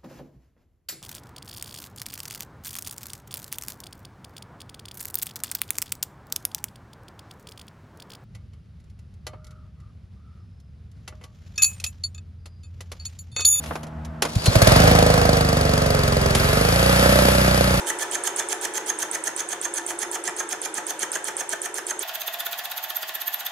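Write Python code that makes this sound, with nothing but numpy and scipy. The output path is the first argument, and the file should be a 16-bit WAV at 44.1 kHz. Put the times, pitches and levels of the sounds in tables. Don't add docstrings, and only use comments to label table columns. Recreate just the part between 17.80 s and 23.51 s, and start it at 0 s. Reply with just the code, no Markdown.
import sys
import numpy as np
from scipy import signal
from scipy.fft import rfft, irfft, next_fast_len
from scipy.io import wavfile
from scipy.ndimage import uniform_filter1d

SR = 44100
rng = np.random.default_rng(int(sys.argv[2]) if len(sys.argv) > 2 else 0)


def transcribe(signal):
    frames = np.atleast_2d(signal).T
    limited = np.clip(frames, -1, 1)
    pcm = np.round(limited * 32767).astype(np.int16)
    wavfile.write(sys.argv[1], SR, pcm)


N = 251811

# frequency_hz, t60_s
ROOM_DECAY = [(200, 0.13), (2000, 0.49), (8000, 0.25), (16000, 0.26)]
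# time_s, level_db
MACHINE_LEVEL = [(0, -33.5), (.8, -36), (2, -38.5), (2.8, -39), (3.3, -37.5), (4, -40), (4.3, -38.5),
                 (5.71, -39.5)]
# frequency_hz, level_db
RUMBLE_SPECTRUM = [(12, -31), (40, -22), (60, -19.5), (150, -17), (250, -13), (310, -5), (500, -6.5),
                   (1000, -1.5), (2000, -5), (3000, -9.5), (4800, -20), (6000, -11), (10000, -15),
                   (12500, -31), (14500, -50), (16000, -62)]
# pitch_hz, width_hz, level_db
CASTING_RINGS = [(338.6, 62, -5), (402.6, 31, -5), (445.5, 41, -6.5), (545, 67, -5), (714, 14, -4.5),
                 (797, 10.4, -3), (854, 9, -0.5), (951.5, 33, -4.5), (1323, 35, -11), (1530, 200, -15),
                 (1730, 46, -11.5), (3575, 77, -5)]
# frequency_hz, likeness
DRIVE_LIKENESS = [(60, 0.9), (180, 0.99), (550, 0.88), (1650, 0.39), (4970, 0.072), (15000, 0.15)]
# frequency_hz, power_share
REPEATING_SHARE = [(40, 0.84), (400, 0.71), (550, 0.53), (800, 0.093), (1300, 0.076)]
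# multiple, boost_db
SPINDLE_ORDERS = [(8, 7), (16, 6.5), (23, 9), (40, 7.5), (43, 1), (45, 9.5), (47, 9.5), (49, 3.5), (50, 2),
                  (55, 9)]
# time_s, level_db
HUM_CRESTS = [(0, -43.5), (2.25, -42), (4.62, -41.5)]
# frequency_hz, level_db
JUDDER_SPECTRUM = [(120, -56), (350, -10.5), (650, -2), (900, -3.5), (1450, -1.5), (1900, -10), (2600, -13),
                   (6000, -27.5)]
# start_s, tick_db, squeal_db, knock_db
CUTS = [(-.0606, -27, -28, -31), (0.0647, -28, -26, -24.5), (0.189, -22, -27, -30),
        (0.314, -20, -29.5, -26.5), (0.4385, -17.5, -23.5, -22.5), (0.5632, -17.5, -21.5, -22.5),
        (0.6884, -19.5, -34.5, -26), (.8136, -24, -29.5, -26), (0.9391, -25, -24.5, -27.5),
        (1.0632, -25, -25, -26), (1.1893, -19, -28, -26), (1.3145, -17.5, -28.5, -26),
        (1.4399, -17.5, -24.5, -26), (1.5645, -19, -22.5, -28.5), (1.6899, -19.5, -27, -30.5),
        (1.8151, -19, -25.5, -24.5), (1.94, -18, -26.5, -34), (2.0655, -17.5, -34.5, -26),
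        (2.1904, -18.5, -26, -27.5), (2.3157, -20, -27.5, -26.5), (2.4405, -21.5, -30.5, -21),
        (2.5659, -24.5, -23.5, -23), (2.6909, -22.5, -23, -24.5), (2.8173, -19.5, -28, -29),
        (2.9427, -19.5, -27.5, -25.5), (3.0681, -19, -23, -27.5), (3.1936, -21, -27, -22),
        (3.3187, -17.5, -24, -22.5), (3.4438, -18.5, -34.5, -25.5), (3.5686, -17, -31, -24),
        (3.6932, -18, -30.5, -23.5), (3.8182, -18, -29, -30), (3.9434, -20.5, -32.5, -26),
        (4.0683, -19, -26.5, -28.5), (4.1935, -17, -25, -25), (4.273, -29, -37.5, -27),
        (4.3353, -25, -25.5, -29), (4.3975, -19, -29, -28.5), (4.4604, -29, -24, -24),
        (4.5229, -26.5, -30.5, -27.5), (4.5855, -26.5, -24.5, -25.5), (4.648, -20, -19, -24),
        (4.7109, -19, -32.5, -25), (4.7731, -28, -26.5, -24), (4.8351, -37, -28.5, -28.5),
        (4.8977, -26, -34, -28), (4.9603, -26, -24.5, -27.5), (5.0234, -26, -25.5, -27.5),
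        (5.0853, -20, -27, -25.5), (5.148, -18, -23, -31.5), (5.2102, -21, -33, -25),
        (5.2725, -21, -33, -28), (5.3355, -27, -21, -32.5), (5.398, -25.5, -26.5, -32),
        (5.4604, -18, -21, -29), (5.523, -22, -20, -30.5), (5.5855, -27.5, -29, -30.5),
        (5.648, -24, -21, -26.5)]
# offset_ms, left_db, right_db
TIP_CONTACTS = [(-2.1, -8, -12), (-1.35, -12, -10), (-.85, -7, 0), (.3, -6, -9), (2.4, -8, -15),
                (4, -11, -16)]
# share_of_cut, shear_db, squeal_db
CHIP_LOAD = [(0, -20, -36), (.12, -3.5, -44), (.3, -1.5, -17), (.55, 0.5, -9), (.8, 2.5, 2), (1, 5, 1.5)]
# frequency_hz, level_db
HISS_SPECTRUM = [(600, -24), (2000, 19), (4000, 14), (5000, 13), (6500, 23), (10300, 5.5), (10900, -27),
                 (14200, -4), (14700, -29), (16000, -30)]
# frequency_hz, level_db
THUD_SPECTRUM = [(100, -38), (200, 8), (350, -11), (700, 9), (1100, -29), (1750, -8), (2600, -18),
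                 (4000, -29), (7000, -41), (12000, -28), (16000, -32)]
# pitch_hz, t60_s, shear_db, exit_db, entry_db
MILL_MODES = [(182, 0.047, -23.5, -26, -40), (359, 0.058, -16, -18, -40), (647, 0.047, -8, -16.5, -40),
              (724, 0.047, -7, -12.5, -36), (876.5, 0.19, -1, -19.5, -49), (1257, 0.037, -9, -14.5, -46),
              (1482, 0.037, -6.5, -18.5, -50), (1595, 0.045, -3, -9, -43), (1758, 0.031, -1, -1.5, -45),
              (1946, 0.021, -8, -4, -40), (2376, 0.049, -25, -15.5, -46), (3098, 0.013, -2.5, -9.5, -40),
              (3500, 0.094, -18, -24, -50), (4226, 0.039, -8, -26, -46), (5270, 0.035, -7, -15.5, -52),
              (5770, 0.029, -6, -13.5, -47), (6250, 0.085, -5.5, -30, -45), (7100, 0.004, -1.5, 1, -9.5),
              (7510, 0.013, 4, -5.5, -9), (8047, 0.0034, 5.5, -26, -4.5), (8290, 0.005, -28, -2, 3),
              (9110, 0.0044, 0.5, -3, 0), (9740, 0.01, -17, -18, -5.5), (9686, 0.0038, -12, -24, -12),
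              (10250, 0.0082, 3.5, -7, -10.5), (11110, 0.0087, -3.5, -26, -24),
              (11500, 0.019, -19, -31, -33), (11900, 0.0063, -3, -13.5, -41)]
# frequency_hz, left_minus_right_db, likeness
CUTTER_IMAGE = [(300, 0.5, 1), (1000, -3.5, 0.96), (3070, -2.5, 0.97), (8100, -5.5, 0.39),
                (15000, -0.5, 0.43)]

ENTRY_S, TICK_DB, SQUEAL_DB, KNOCK_DB = np.transpose(CUTS)
USUAL_KNOCK_DB, USUAL_SQUEAL_DB, TURN_SAMPLES = -26.5, -27, 5520
RUN_IN_S, DOUBLE_SPEED_FROM_S = .2, 4.227
SWITCH = round((RUN_IN_S + DOUBLE_SPEED_FROM_S) * SR)
LENGTH = SWITCH + 2 * (N - round(DOUBLE_SPEED_FROM_S * SR))


def from_db(db):
    return 10 ** (np.asarray(db) / 20)


def machine_sample(s):
    return (RUN_IN_S + s + np.maximum(s - DOUBLE_SPEED_FROM_S, 0)) * SR


def at_hz(points, hz):
    columns = np.transpose(points)
    return np.interp(np.log(hz + 1), np.log(columns[0]), columns[1])


def coloured(x, gain_at):
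    size = next_fast_len(LENGTH + SR)
    hz = np.arange(size // 2 + 1) * SR / size
    return irfft(rfft(x, size) * gain_at(hz), size)[..., :LENGTH]


def shaped(x, spectrum):
    return coloured(x, lambda hz: from_db(at_hz(spectrum, hz)))


def rms_one(x):
    return x / np.sqrt(np.mean(x ** 2))


def pair(x, alike):
    alike = np.clip(alike, 0, 1)
    return (np.sqrt(1 + alike) * x[0] + np.sqrt(1 - alike) * x[1] * [[1], [-1]]) / np.sqrt(2)


def ring(blows, noise, hz, t60_s):
    decay, step = from_db(-60 / (t60_s * SR)), 2 * np.pi * hz / SR
    force = blows + np.sqrt(2 - 2 * decay ** 2) * noise + 1e-18
    return signal.lfilter([0, np.sin(step)], [1, -2 * decay * np.cos(step), decay ** 2], force)


def running_db(sample):
    time_s, level_db = np.transpose(MACHINE_LEVEL)
    return np.interp(sample, machine_sample(time_s), level_db)


def turns_done():
    entries = machine_sample(ENTRY_S)
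    ends = np.r_[entries[0] - TURN_SAMPLES, entries, entries[-1] + TURN_SAMPLES * np.array([1, 2])]
    return np.interp(np.arange(LENGTH), ends, np.arange(len(ends)))


def workshop(x):
    lags_s = rng.uniform(.008, .04, (10, 2, 1))
    signs = (-1) ** np.arange(10)[:, None, None]
    def echoes(hz):
        loop = from_db(-60 * lags_s / at_hz(ROOM_DECAY, hz)) * np.exp(-2j * np.pi * hz * lags_s)
        return np.sum(signs * loop / (1 - loop), axis=0)
    return coloured(x, echoes)


def spindle_pattern(changing_share, cycle_turns):
    orders = np.exp(2j * np.pi * rng.random((3, 2, TURN_SAMPLES // 2 + 1)))
    for multiple, boost_db in SPINDLE_ORDERS:
        orders[..., int(multiple)] *= from_db(boost_db)
    turns = turns_done()
    place = (turns % 1 * TURN_SAMPLES).astype(int)
    steady, first, second = irfft(orders, TURN_SAMPLES)[..., place] * np.sqrt(TURN_SAMPLES)
    angle = 2 * np.pi * turns / cycle_turns
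    changing = np.cos(angle) * first + np.sin(angle) * second
    return np.sqrt(1 - changing_share) * steady + np.sqrt(changing_share) * changing


def drive():
    def castings(hz):
        rings = sum(from_db(db) / (1 + (2 * (hz - pitch_hz) / width_hz) ** 2)
                    for pitch_hz, width_hz, db in CASTING_RINGS)
        return from_db(at_hz(RUMBLE_SPECTRUM, hz)) * (0.43 + 2.05 * rings)
    def mid_and_side(hz):
        alike = np.clip(at_hz(DRIVE_LIKENESS, hz), 0, .97)
        return np.sqrt(1 + alike * [[1], [-1]])
    pattern = spindle_pattern(changing_share=0.51, cycle_turns=13.23)
    repeating = coloured(pattern, lambda hz: np.sqrt(at_hz(REPEATING_SHARE, hz)))
    free = coloured(rng.standard_normal((2, LENGTH)), lambda hz: np.sqrt(1 - at_hz(REPEATING_SHARE, hz)))
    force = from_db(running_db(np.arange(LENGTH))) * (from_db(-0.2) * repeating + free)
    mid, side = coloured(force, lambda hz: castings(hz) * mid_and_side(hz))
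    noise_gain = np.sqrt(2 * np.mean(castings(np.arange(SR // 2)) ** 2))
    return (mid + side * [[1], [-1]]) / noise_gain


def hum(multiple, rise_db_per_s, fall_db_per_s):
    crest_s, crest_db = np.transpose(HUM_CRESTS)[:, :, None]
    since_s = (np.arange(LENGTH) - machine_sample(crest_s)) / SR
    swells_db = crest_db + np.minimum(rise_db_per_s * since_s, -fall_db_per_s * since_s)
    turns = uniform_filter1d(turns_done(), size=8000)
    waver = rms_one(uniform_filter1d(rng.standard_normal(LENGTH), size=2500))
    throb = 1 + 0.46 * np.cos(2 * np.pi * turns + 2.0) + 0.33 * waver
    tone = np.sin(2 * np.pi * multiple * turns + .7 * waver)
    return from_db(swells_db.max(axis=0)) * throb * tone


def cut_samples():
    cut_ms = 40.6 - 0.51 * (KNOCK_DB - USUAL_KNOCK_DB) - 0.15 * (SQUEAL_DB - USUAL_SQUEAL_DB)
    return cut_ms / 1000 * SR


def exit_samples(early_s=0):
    return (machine_sample(ENTRY_S) + cut_samples() - early_s * SR).astype(int)


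def tearing(rough_db):
    flutter = rms_one(signal.lfilter([1], [1, -.97], rng.standard_normal(LENGTH)))
    return rms_one(rng.standard_normal((2, LENGTH)) * from_db(rough_db * flutter))


def judder(rise_s, t60_s):
    kicks = np.zeros(LENGTH)
    kicks[exit_samples()] = from_db(0.41 * KNOCK_DB - 19.5)
    rise, decay = np.exp(-1 / (rise_s * SR)), from_db(-60 / (t60_s * SR))
    tails = signal.lfilter([1], [1, -decay], kicks + 1e-18)
    envelope = signal.lfilter([1 - rise], [1, -rise], tails)
    noise = pair(tearing(rough_db=1.5), alike=0.73)
    return envelope * rms_one(shaped(noise, JUDDER_SPECTRUM))


def engagement(load_column, levels_db, let_go_s=0.0029):
    gain, load = np.zeros(LENGTH), np.transpose(CHIP_LOAD)
    release = np.exp(-np.arange(SR // 25) / (let_go_s * SR))
    starts, spans = machine_sample(ENTRY_S).astype(int), cut_samples().astype(int)
    for start, span, level_db in zip(starts, spans, levels_db):
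        swell = from_db(level_db + np.interp(np.arange(span) / span, load[0], load[load_column]))
        envelope = np.r_[swell, swell[-1] * release]
        gain[start:start + len(envelope)] = envelope[:LENGTH - start]
    return gain


def entry_ticks():
    clicks = np.zeros((2, LENGTH))
    for offset_ms, left_db, right_db in TIP_CONTACTS:
        at = (machine_sample(ENTRY_S) + offset_ms / 1000 * SR).astype(int)
        clicks[:, at] += from_db(TICK_DB + 5.5 + np.array([[left_db], [right_db]]))
    return signal.sosfilt(signal.butter(2, [6800, 10200], "band", fs=SR, output="sos"), clicks)


def exit_crunch(count):
    offset_s = np.minimum(rng.exponential(.006, (len(CUTS), count)), .03) - .002
    level_db = -11 - 210 * np.abs(offset_s) + rng.normal(0, 4.9, offset_s.shape)
    gain = from_db(level_db) * rng.choice([-1, 1], offset_s.shape)
    offset_s[:, 0], gain[:, 0] = 0, 1
    gain /= np.linalg.norm(gain, axis=1, keepdims=True)
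    knock_at = exit_samples(early_s=.0015)[:, None] + (offset_s * SR).astype(int)
    return knock_at, from_db(KNOCK_DB)[:, None] * gain


def exit_thud(knock_at, knock_gain):
    blows = np.zeros(LENGTH)
    blows[knock_at] = from_db(6) * knock_gain
    return shaped(blows, THUD_SPECTRUM)


def shearing():
    level_db = running_db(machine_sample(ENTRY_S)) - 6 + 0.073 * (SQUEAL_DB - USUAL_SQUEAL_DB)
    return engagement(load_column=1, levels_db=level_db) * tearing(rough_db=2.5)


def squeal(pitch_hz, t60_s):
    cutting = engagement(load_column=2, levels_db=SQUEAL_DB)
    idle = from_db(running_db(np.arange(LENGTH)) - 15.5)
    chatter = (cutting + idle) * pair(tearing(rough_db=2.0), alike=.75)
    return ring(0, chatter, pitch_hz, t60_s)


def ringing_steel(ticks, shear, knock_at, knock_gain):
    cuts, modes = len(CUTS), len(MILL_MODES)
    spring_db = rng.normal(0, 1.97, (cuts, modes))
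    mic_db = rng.normal(0, 1.45, (cuts, modes, 2))
    bite_db = rng.normal(0, 2.2, (cuts + 3, modes))
    turn = turns_done().astype(int)
    likeness = np.array(CUTTER_IMAGE)[:, ::2]
    steel = np.zeros((2, LENGTH))
    for k, (hz, t60_s, shear_db, exit_db, entry_db) in enumerate(MILL_MODES):
        exit_gain = from_db(exit_db + 4 + spring_db[:, k] + mic_db[:, k].T)
        knocks = np.zeros((2, LENGTH))
        knocks[:, knock_at] = exit_gain[:, :, None] * knock_gain
        rubbing = from_db(shear_db - 2 + bite_db[:, k])[turn] * pair(shear, at_hz(likeness, hz))
        steel += (-1) ** k * ring(knocks + from_db(entry_db) * ticks, rubbing, hz, t60_s)
    return steel


def cutter():
    knock_at, knock_gain = exit_crunch(count=14)
    shear = shearing()
    hiss = from_db(-2.5) * shaped(pair(shear, alike=0.18), HISS_SPECTRUM)
    cut = hiss + exit_thud(knock_at, knock_gain)
    cut += ringing_steel(entry_ticks(), shear, knock_at, knock_gain)
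    cut += from_db(-4) * squeal(pitch_hz=6464, t60_s=0.029)
    cut = signal.sosfilt(signal.butter(3, 150, "high", fs=SR, output="sos"), cut)
    return coloured(cut, lambda hz: from_db(at_hz(CUTTER_IMAGE, hz) * [[.5], [-.5]]))


def scene():
    cut = cutter() + judder(rise_s=0.0037, t60_s=0.1)
    room = from_db(-17.5) * workshop(cut.mean(axis=0))
    mill = cut + room + drive() + hum(multiple=43, rise_db_per_s=14.5, fall_db_per_s=17)
    normal = mill[:, round(RUN_IN_S * SR):SWITCH]
    fast = signal.resample_poly(mill, 1, 2, axis=1)[:, SWITCH // 2:]
    return np.concatenate([normal, fast], axis=1)[:, :N]


def record(dry):
    cutoff_hz = 15720
    return signal.sosfilt(signal.ellip(12, .5, 80, cutoff_hz, fs=SR, output="sos"), dry)


dry = scene()
out = record(dry)
transcribe(out)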